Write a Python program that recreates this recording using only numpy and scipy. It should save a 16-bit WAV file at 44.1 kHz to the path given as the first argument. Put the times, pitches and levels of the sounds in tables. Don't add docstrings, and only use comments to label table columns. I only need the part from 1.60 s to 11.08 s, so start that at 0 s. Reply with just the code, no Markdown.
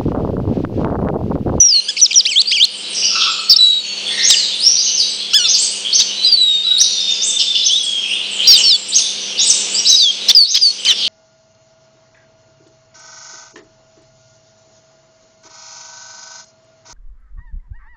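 import sys
import numpy as np
from scipy import signal
from scipy.fft import rfft, irfft
from scipy.io import wavfile
from scipy.ndimage import uniform_filter1d, map_coordinates

SR = 44100
rng = np.random.default_rng(int(sys.argv[2]) if len(sys.argv) > 2 else 0)


def dump(signal):
    limited = np.clip(np.atleast_2d(signal).T, -1, 1)
    pcm = np.round(limited * 32767).astype(np.int16)
    wavfile.write(sys.argv[1], SR, pcm)


N = 418068

# f/Hz, gain/dB
VOICE_WEIGHTING = [(1400, -29), (2100, -24), (3000, -0.5), (4500, 2.5), (5800, 7.5), (7000, -3), (9000, -5),
                   (11000, -68)]
# start t/s, end t/s, roughness (0 to 1)
HARSH = [(4.38, 4.43, .3), (8.68, 8.725, .3), (8.935, 8.99, .3), (9.245, 9.34, .22)]
# start t/s, end t/s, first f/Hz, last f/Hz, level/dB, fade/dB
WHISTLES = [(0, 0.095, 6060, 5610, -7.5, 10), (0.076, 0.206, 5730, 4170, -10, -1.5),
            (1.984, 2.208, 3990, 3850, -11, 11.5), (4.644, 4.691, 4190, 3880, -9, 7),
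            (4.715, 4.773, 4820, 4430, -10, 14), (4.77, 5.047, 4070, 3680, -12.5, 10.5),
            (8.293, 8.361, 4130, 3847, -9, -13.5), (8.361, 8.453, 5200, 4530, -12, 8),
            (8.385, 8.515, 4470, 3220, -12.5, 0), (8.748, 8.862, 5160, 4370, -7, 11.5),
            (9.012, 9.118, 5080, 4360, -9.5, 6), (9.285, 9.322, 4900, 3390, -10, -8),
            (9.26, 9.332, 2687, 1780, -15, 7)]
SETTLE_POWER = 2.2
# start t/s, end t/s, first f/Hz, last f/Hz, level/dB
SLURS = [(0.413, 0.469, 5970, 3040, -6), (0.556, .615, 5880, 2830, -6.5), (2.709, 2.755, 3810, 2070, -11)]
PLUNGE_POWER, SLUR_FADE_DB = 3.0, 7
# start t/s, end t/s, first f/Hz, middle f/Hz, last f/Hz, level/dB
BENDS = [(0.281, 0.313, 1440, 1723, 1460, -14.5), (0.365, .385, 3460, 2170, 3820, -14.5),
         (.506, 0.528, 3900, 2320, 4030, -17), (1.959, 1.978, 4050, 5380, 5470, -6),
         (4.626, 4.716, 4200, 4870, 4600, -15), (6.093, 6.195, 2880, 3513, 3870, -13.5),
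         (9.257, 9.335, 2890, 3150, 2706, -13)]
# start t/s, end t/s, first f/Hz, last f/Hz, level/dB
FLICKS = [(0.384, 0.4, 5560, 3660, -19), (0.4, 0.41, 5430, 3430, -17.5), (0.53, 0.534, 4960, 2590, -14),
          (0.542, 0.554, 3970, 3050, -18), (2.702, 2.712, 4410, 2130, -8.5), (7.38, 7.41, 1600, 930, -17),
          (9.25, 9.262, 2840, 5800, -15.5)]
# t/s, f/Hz, level/dB
NASAL_CALL = [(3.732, 1260, -6.5), (3.75, 1700, -5.5), (3.768, 1745, -5), (3.8, 1457, -15),
              (3.84, 1430, -15), (3.88, 1256, -16)]
# start t/s, end t/s, upper voice f/Hz, interval f/Hz, level/dB, fade/dB
DUETS = [(1.895, 1.951, 5426, 700, -7.5, 17), (6.872, 6.976, 5670, 968, -6, 8),
         (7.035, 7.167, 5490, 1027, -11.5, 0.5)]
DUET_FALL = [0.99, 0.99, 0.96, .84, .8]
DUET_SPREAD = [.7, 1.05, 0.93]
# start t/s, turn t/s, end t/s, crest f/Hz, top f/Hz, wave level/dB, climb level/dB
WARBLES = [(.656, .756, .818, 3090, 4870, -19, -7.5), (0.914, .998, 1.052, 3290, 4520, -13, -8)]
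WAVE = [.54, 0.99, .915, 0.702, .76]
CLIMB = [.6, .68, .75, .89, 1]
WAVE_FADE_DB = 7.5
LEGATO_S = 0.0074
SNAP_S, SNAP_HZ, SNAP_DB = 0.008, 2640, -5.5
LEAD_IN_HZ, LEAD_IN_S, LEAD_IN_EARLY_S, LEAD_IN_DB, LEAD_IN_FADE_DB = [3030, 4540, 5460], 0.029, 0.0046, -17, 22
# start t/s, end t/s, arch f/Hz, level/dB
CHIPS = [(4.384, 4.434, 3900, -12), (8.684, 8.724, 3620, -6), (8.94, 8.992, 3380, -14.5)]
# start and end (shares of the chip), pitches (ratios to the arch), level/dB against the chip
CHIP_PARTS = [(0, 0.5, [1.03, 1.36], 1.5), (0, 0.6, [1.36, 1.7], -1), (.28, .84, [.74, 1, 0.802], -0.5),
              (.62, 0.86, [1.5, .85], 1)]
BOW_DB = 3
REEDY_DB, PURE_DB = -17.5, -20.5
# start t/s, end t/s, reference f/Hz, level/dB
TWEETS = [(2.594, 2.715, 6570, -21), (3.149, 3.302, 6505, -23.5), (3.838, 3.955, 6370, -18.5),
          (3.947, 4.061, 8320, -24.5), (4.316, 4.39, 6330, -18.5), (5.171, 5.245, 6290, -19.5),
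          (5.599, 5.713, 8270, -23.5), (6.021, 6.091, 6260, -19.5), (7.318, 7.394, 6444, -17.5),
          (7.776, 7.915, 8210, -21.5), (8.248, 8.325, 6270, -16.5), (8.842, 8.967, 6405, -21.5)]
TWEET = [.53, .82, 0.98, .6]
# start t/s, end t/s, first f/Hz, last f/Hz, level/dB
FAR_WHISTLES = [(.85, 0.91, 4110, 5260, -22.5), (1.78, 2.366, 4337, 4447, -33.5),
                (2.754, 2.852, 4850, 3680, -22), (4.558, 4.62, 4016, 4010, -24.5),
                (5.035, 5.18, 3922, 3743, -18), (5.3, 5.805, 3662, 3577, -24.5),
                (5.03, 5.136, 1300, 1550, -46), (5.81, 6.457, 3602, 3187, -27.5),
                (6.492, 6.562, 2450, 3750, -25), (6.958, 7.034, 8740, 4320, -26),
                (7.67, 7.8, 3370, 2794, -44), (8.138, 8.2, 4350, 5830, -24.5)]
TICKS = [2.68, 6.228, 7.282, 8.13]
TICK_HZ, TICK_S, TICK_DB = [8900, 7000], 0.026, -25.5
# t/s, f/Hz, level/dB
FAR_SLUR = [(2.911, 3386, -30), (3.0, 4173, -26.5), (3.045, 5370, -18), (3.1, 5830, -16.5),
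            (3.2, 5905, -32.5), (3.35, 6060, -23), (3.432, 3760, -18.5)]
# start t/s, end t/s, first f/Hz, last f/Hz, pitch swing f/Hz, level/dB
FAR_MODULATED = [(1.325, 1.607, 5470, 4900, 564, -24.5), (1.501, 1.723, 1344, 1298, 30.7, -28.5),
                 (1.583, 1.673, 4387, 4263, 1140, -21.5), (2.475, 2.734, 1974, 1955, 168, -31.5),
                 (5.781, 5.82, 4800, 3850, 1240, -20), (5.938, 6.002, 4244, 4140, 1210, -20),
                 (7.793, 7.915, 5480, 4600, 660, -29.5), (9.32, 9.502, 4047, 3620, 826, -25.5)]
# f/Hz, relative level/dB
NOISE_SPECTRUM = [(30, -21), (110, -15), (180, -5), (450, 0), (1100, -7), (1900, -7), (3000, 11),
                  (5500, -3.5), (9800, -13.5), (10500, -67)]
# f/Hz, relative level/dB
HUM = [(199.2, -50.5), (403.7, -55.5), (506.0, -52)]
# t/s, level/dB, taken against the usual level below
BACKGROUND = [(0.03, -50.5), (0.29, -48), (1.08, -47.5), (1.34, -40), (2.18, -48), (2.47, -38.5),
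              (3.2, -44), (4.62, -41.5), (4.88, -47.5), (5.57, -42.5), (6.19, -47), (7.01, -37),
              (7.14, -44.5), (8.16, -37.5), (8.45, -47.5), (8.69, -39), (8.82, -54), (9.45, -40)]
USUAL_BACKGROUND_DB = -43.5
CUTOFF_HZ = 16000


def goldfinch():
    return plain_notes() + duets() + warbles() + chips()


def plain_notes():
    out = np.zeros(N)
    for start, end, from_hz, to_hz, level_db, fade_db in WHISTLES:
        remaining = (1 - progress(end - start)) ** SETTLE_POWER
        pitch = to_hz + (from_hz - to_hz) * remaining
        add(out, start, note(pitch, level_db, fade_db))
    for start, end, from_hz, to_hz, level_db in SLURS:
        fallen = progress(end - start) ** PLUNGE_POWER
        pitch = from_hz + (to_hz - from_hz) * fallen
        add(out, start, note(pitch, level_db, SLUR_FADE_DB))
    for start, end, *pitches, level_db in BENDS:
        add(out, start, note(contour(pitches, end - start), level_db))
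    for start, end, *pitches, level_db in FLICKS:
        add(out, start, flick(contour(pitches, end - start), level_db))
    add(out, NASAL_CALL[0][0], note(*traced(NASAL_CALL)))
    return out


def duets():
    out = np.zeros(N)
    for start, end, upper_hz, interval_hz, level_db, fade_db in DUETS:
        upper = upper_hz * contour(DUET_FALL, end - start)
        lower = upper - interval_hz * contour(DUET_SPREAD, end - start)
        add(out, start, note(upper, level_db, fade_db) + note(lower, level_db, fade_db))
    return out


def warbles():
    out = np.zeros(N)
    for start, turn, end, crest_hz, top_hz, wave_db, climb_db in WARBLES:
        lead_in = note(contour(LEAD_IN_HZ, LEAD_IN_S), LEAD_IN_DB, LEAD_IN_FADE_DB)
        wave = note(crest_hz * contour(WAVE, turn - start + LEGATO_S), wave_db, WAVE_FADE_DB)
        climb = note(top_hz * contour(CLIMB, end - turn), climb_db)
        snap = flick(contour([top_hz, SNAP_HZ], SNAP_S), climb_db + SNAP_DB)
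        add(out, start - LEAD_IN_EARLY_S, lead_in)
        add(out, start, wave)
        add(out, turn, climb)
        add(out, end - SNAP_S / 2, snap)
    return out


def chips():
    out = np.zeros(N)
    for start, end, arch_hz, level_db in CHIPS:
        length = end - start
        for begins, ends, ratios, part_db in CHIP_PARTS:
            pitch = arch_hz * contour(ratios, (ends - begins) * length)
            add(out, start + begins * length, note(pitch, level_db + part_db))
    return out


def note(pitch, level_db, fade_db=0):
    u = np.linspace(-1, 1, len(pitch))
    overtone_db = np.interp(pitch.mean(), [1700, 2800, 4000], [-10, REEDY_DB, PURE_DB])
    tone = syrinx(pitch, overtone_db, jitter=0.0045, shimmer_db=2.57)
    envelope_db = level_db - fade_db * u / 2 - BOW_DB * u ** 2
    return tone * from_db(envelope_db) * gate(len(pitch), attack_s=.006, release_s=.008)


def flick(pitch, level_db):
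    tone = syrinx(pitch, overtone_db=-4.5, jitter=0.012, shimmer_db=3)
    return tone * from_db(level_db) * gate(len(pitch), attack_s=0.00022, release_s=0.0027)


def syrinx(pitch, overtone_db, jitter, shimmer_db):
    size = len(pitch)
    phase = 2 * np.pi * np.cumsum(pitch * (1 + jitter * drift(size, rate=850))) / SR
    k = np.arange(1, 7)[:, None]
    audible = k * pitch < SR / 2
    weights = at_hz(VOICE_WEIGHTING, k * pitch) * from_db(overtone_db * np.log2(k)) * audible
    tone = (weights * np.sin(k * phase)).sum(axis=0) / np.sqrt((weights ** 2).sum(axis=0) / 2)
    return tone * from_db(shimmer_db * drift(size, rate=270))


def gate(size, attack_s, release_s):
    t = np.arange(size) / SR
    opening = np.sin(np.pi / 2 * np.clip(t / attack_s, 0, 1))
    closing = np.sin(np.pi / 2 * np.clip(t[::-1] / release_s, 0, 1))
    return opening * closing


def rasp():
    t = np.arange(N) / SR
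    roughness = sum(amount * ((t > start) & (t < end)) for start, end, amount in HARSH)
    band = signal.butter(2, [250, 1200], "band", fs=SR, output="sos")
    flutter = rms_one(signal.sosfilt(band, rng.standard_normal(N)))
    return (1 + roughness * flutter) / np.sqrt(1 + roughness ** 2)


def distant_birds():
    out = far_modulated_calls()
    for start, end, top_hz, level_db in TWEETS:
        add(out, start, far_call(top_hz * contour(TWEET, end - start), level_db))
    for start, end, *pitches, level_db in FAR_WHISTLES:
        add(out, start, far_call(contour(pitches, end - start), level_db))
    for start in TICKS:
        add(out, start, far_call(contour(TICK_HZ, TICK_S), TICK_DB))
    add(out, FAR_SLUR[0][0], far_call(*traced(FAR_SLUR)))
    return out


def far_modulated_calls():
    out = np.zeros(N)
    for start, end, from_hz, to_hz, swing_hz, level_db in FAR_MODULATED:
        size = int((end - start) * SR)
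        swing_rate_hz = 130 * (1 + 0.117 * drift(size, rate=55))
        swing = np.sin(2 * np.pi * np.cumsum(swing_rate_hz) / SR)
        pitch = np.linspace(from_hz, to_hz, size) + swing_hz * swing
        tone = syrinx(pitch, overtone_db=-21.0, jitter=0.0367, shimmer_db=5.5)
        add(out, start, tone * from_db(level_db) * np.hanning(size) ** (1 / 4))
    return out


def far_call(pitch, level_db):
    jitter = 0.0047 + 0.0446 * np.ptp(pitch) / np.mean(pitch)
    tone = syrinx(pitch, overtone_db=-23.5, jitter=jitter, shimmer_db=5.0)
    return tone * from_db(level_db) * gate(len(pitch), attack_s=.008, release_s=.005)


def room(x, t60, early_db, early_t60):
    t = np.arange(int(1.5 * SR)) / SR
    low_pass = signal.butter(2, 6000, fs=SR, output="sos")
    high_pass = signal.butter(2, 6000, "high", fs=SR, output="sos")
    low = signal.sosfilt(low_pass, rng.standard_normal(len(t)))
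    high = signal.sosfilt(high_pass, rng.standard_normal(len(t)))
    tail = low * from_db(-60 * t / t60) + high * from_db(-60 * t / (0.66 * t60))
    burst = from_db(early_db - 60 * t / early_t60) * rng.standard_normal(len(t))
    echo = (tail + burst) * (t > .002)
    return signal.fftconvolve(x, echo / np.sqrt(np.sum(echo ** 2)))[:N]


def chatter(count):
    out = np.zeros(N)
    for k, (when, height, slope, length) in enumerate(rng.random((count, 4))):
        size = int((0.044 + .09 * length) * SR)
        hz = 2900 * 3.2 ** (height ** 1.4)
        pitch = hz * (1 + (slope - .5) * np.linspace(-.6, .6, size))
        tone = syrinx(pitch, overtone_db=-27.0, jitter=0.0302, shimmer_db=10.5)
        start = (k + when) / count * N / SR
        add(out, start, tone * np.hanning(size) * from_db(-8 * height ** 2))
    return rms_one(out)


def noise_and_hum():
    hz = np.arange(N // 2 + 1) * SR / N
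    wash = rms_one(irfft(rfft(rng.standard_normal(N)) * at_hz(NOISE_SPECTRUM, hz), N))
    hum = np.zeros(N)
    for line_hz, db in HUM:
        phase = 2 * np.pi * np.cumsum(line_hz + 1.04 * drift(N, rate=11)) / SR
        hum += from_db(db) * np.sqrt(2) * np.sin(phase)
    return from_db(-30.5) * wash + from_db(-1.0) * hum


def progress(seconds):
    return np.linspace(0, 1, max(int(seconds * SR), 2))


def contour(values, seconds):
    u = progress(seconds)
    if len(values) > 3:
        return glide(values, len(u))
    degree = len(values) - 1
    return np.polyval(np.polyfit(np.linspace(0, 1, len(values)), values, degree), u)


def glide(values, size):
    v = np.asarray(values, float)
    v = np.r_[2 * v[0] - v[1], v, 2 * v[-1] - v[-2]]
    return map_coordinates(v, [np.linspace(1, len(v) - 2, size)], order=3, mode="nearest")


def traced(curve):
    s, hz, db = np.transpose(curve)
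    t = np.arange(s[0], s[-1], 1 / SR)
    pitch = uniform_filter1d(np.interp(t, s, hz), size=500, mode="nearest")
    return pitch, np.interp(t, s, db)


def drift(size, rate):
    steps = np.arange(size) * rate / SR
    return np.interp(steps, np.arange(4096), rng.standard_normal(4096))


def at_hz(points, hz):
    f, db = np.transpose(points)
    return from_db(np.interp(np.log(np.maximum(hz, 1)), np.log(f), db))


def from_db(db):
    return 10 ** (np.asarray(db) / 20)


def rms_one(x):
    return x / np.sqrt(np.mean(x ** 2) + 1e-20)


def add(out, start, sound):
    i = max(int(start * SR), 0)
    out[i:i + len(sound)] += sound[:max(N - i, 0)]


def scene():
    swell_db = np.interp(np.arange(N) / SR, *np.transpose(BACKGROUND)) - USUAL_BACKGROUND_DB
    close, far = goldfinch() * rasp(), distant_birds()
    close = close + from_db(-19.5) * room(close, t60=0.69, early_db=10.5, early_t60=0.033)
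    far = from_db(-3) * far + from_db(5.5) * room(far, t60=0.85, early_db=7.5, early_t60=0.11)
    twitter = room(chatter(count=200), t60=.8, early_db=0, early_t60=.16)
    background = noise_and_hum() + from_db(-27) * twitter
    mix = close + far * from_db(0.41 * swell_db) + background * from_db(swell_db)
    return mix[None]


def record(dry):
    clipped = dry / (1 + dry ** 10) ** (1 / 10)
    low_pass = signal.cheby2(12, 70, CUTOFF_HZ, fs=SR, output="sos")
    return signal.sosfilt(low_pass, clipped)


dry = scene()
out = record(dry)
dump(out)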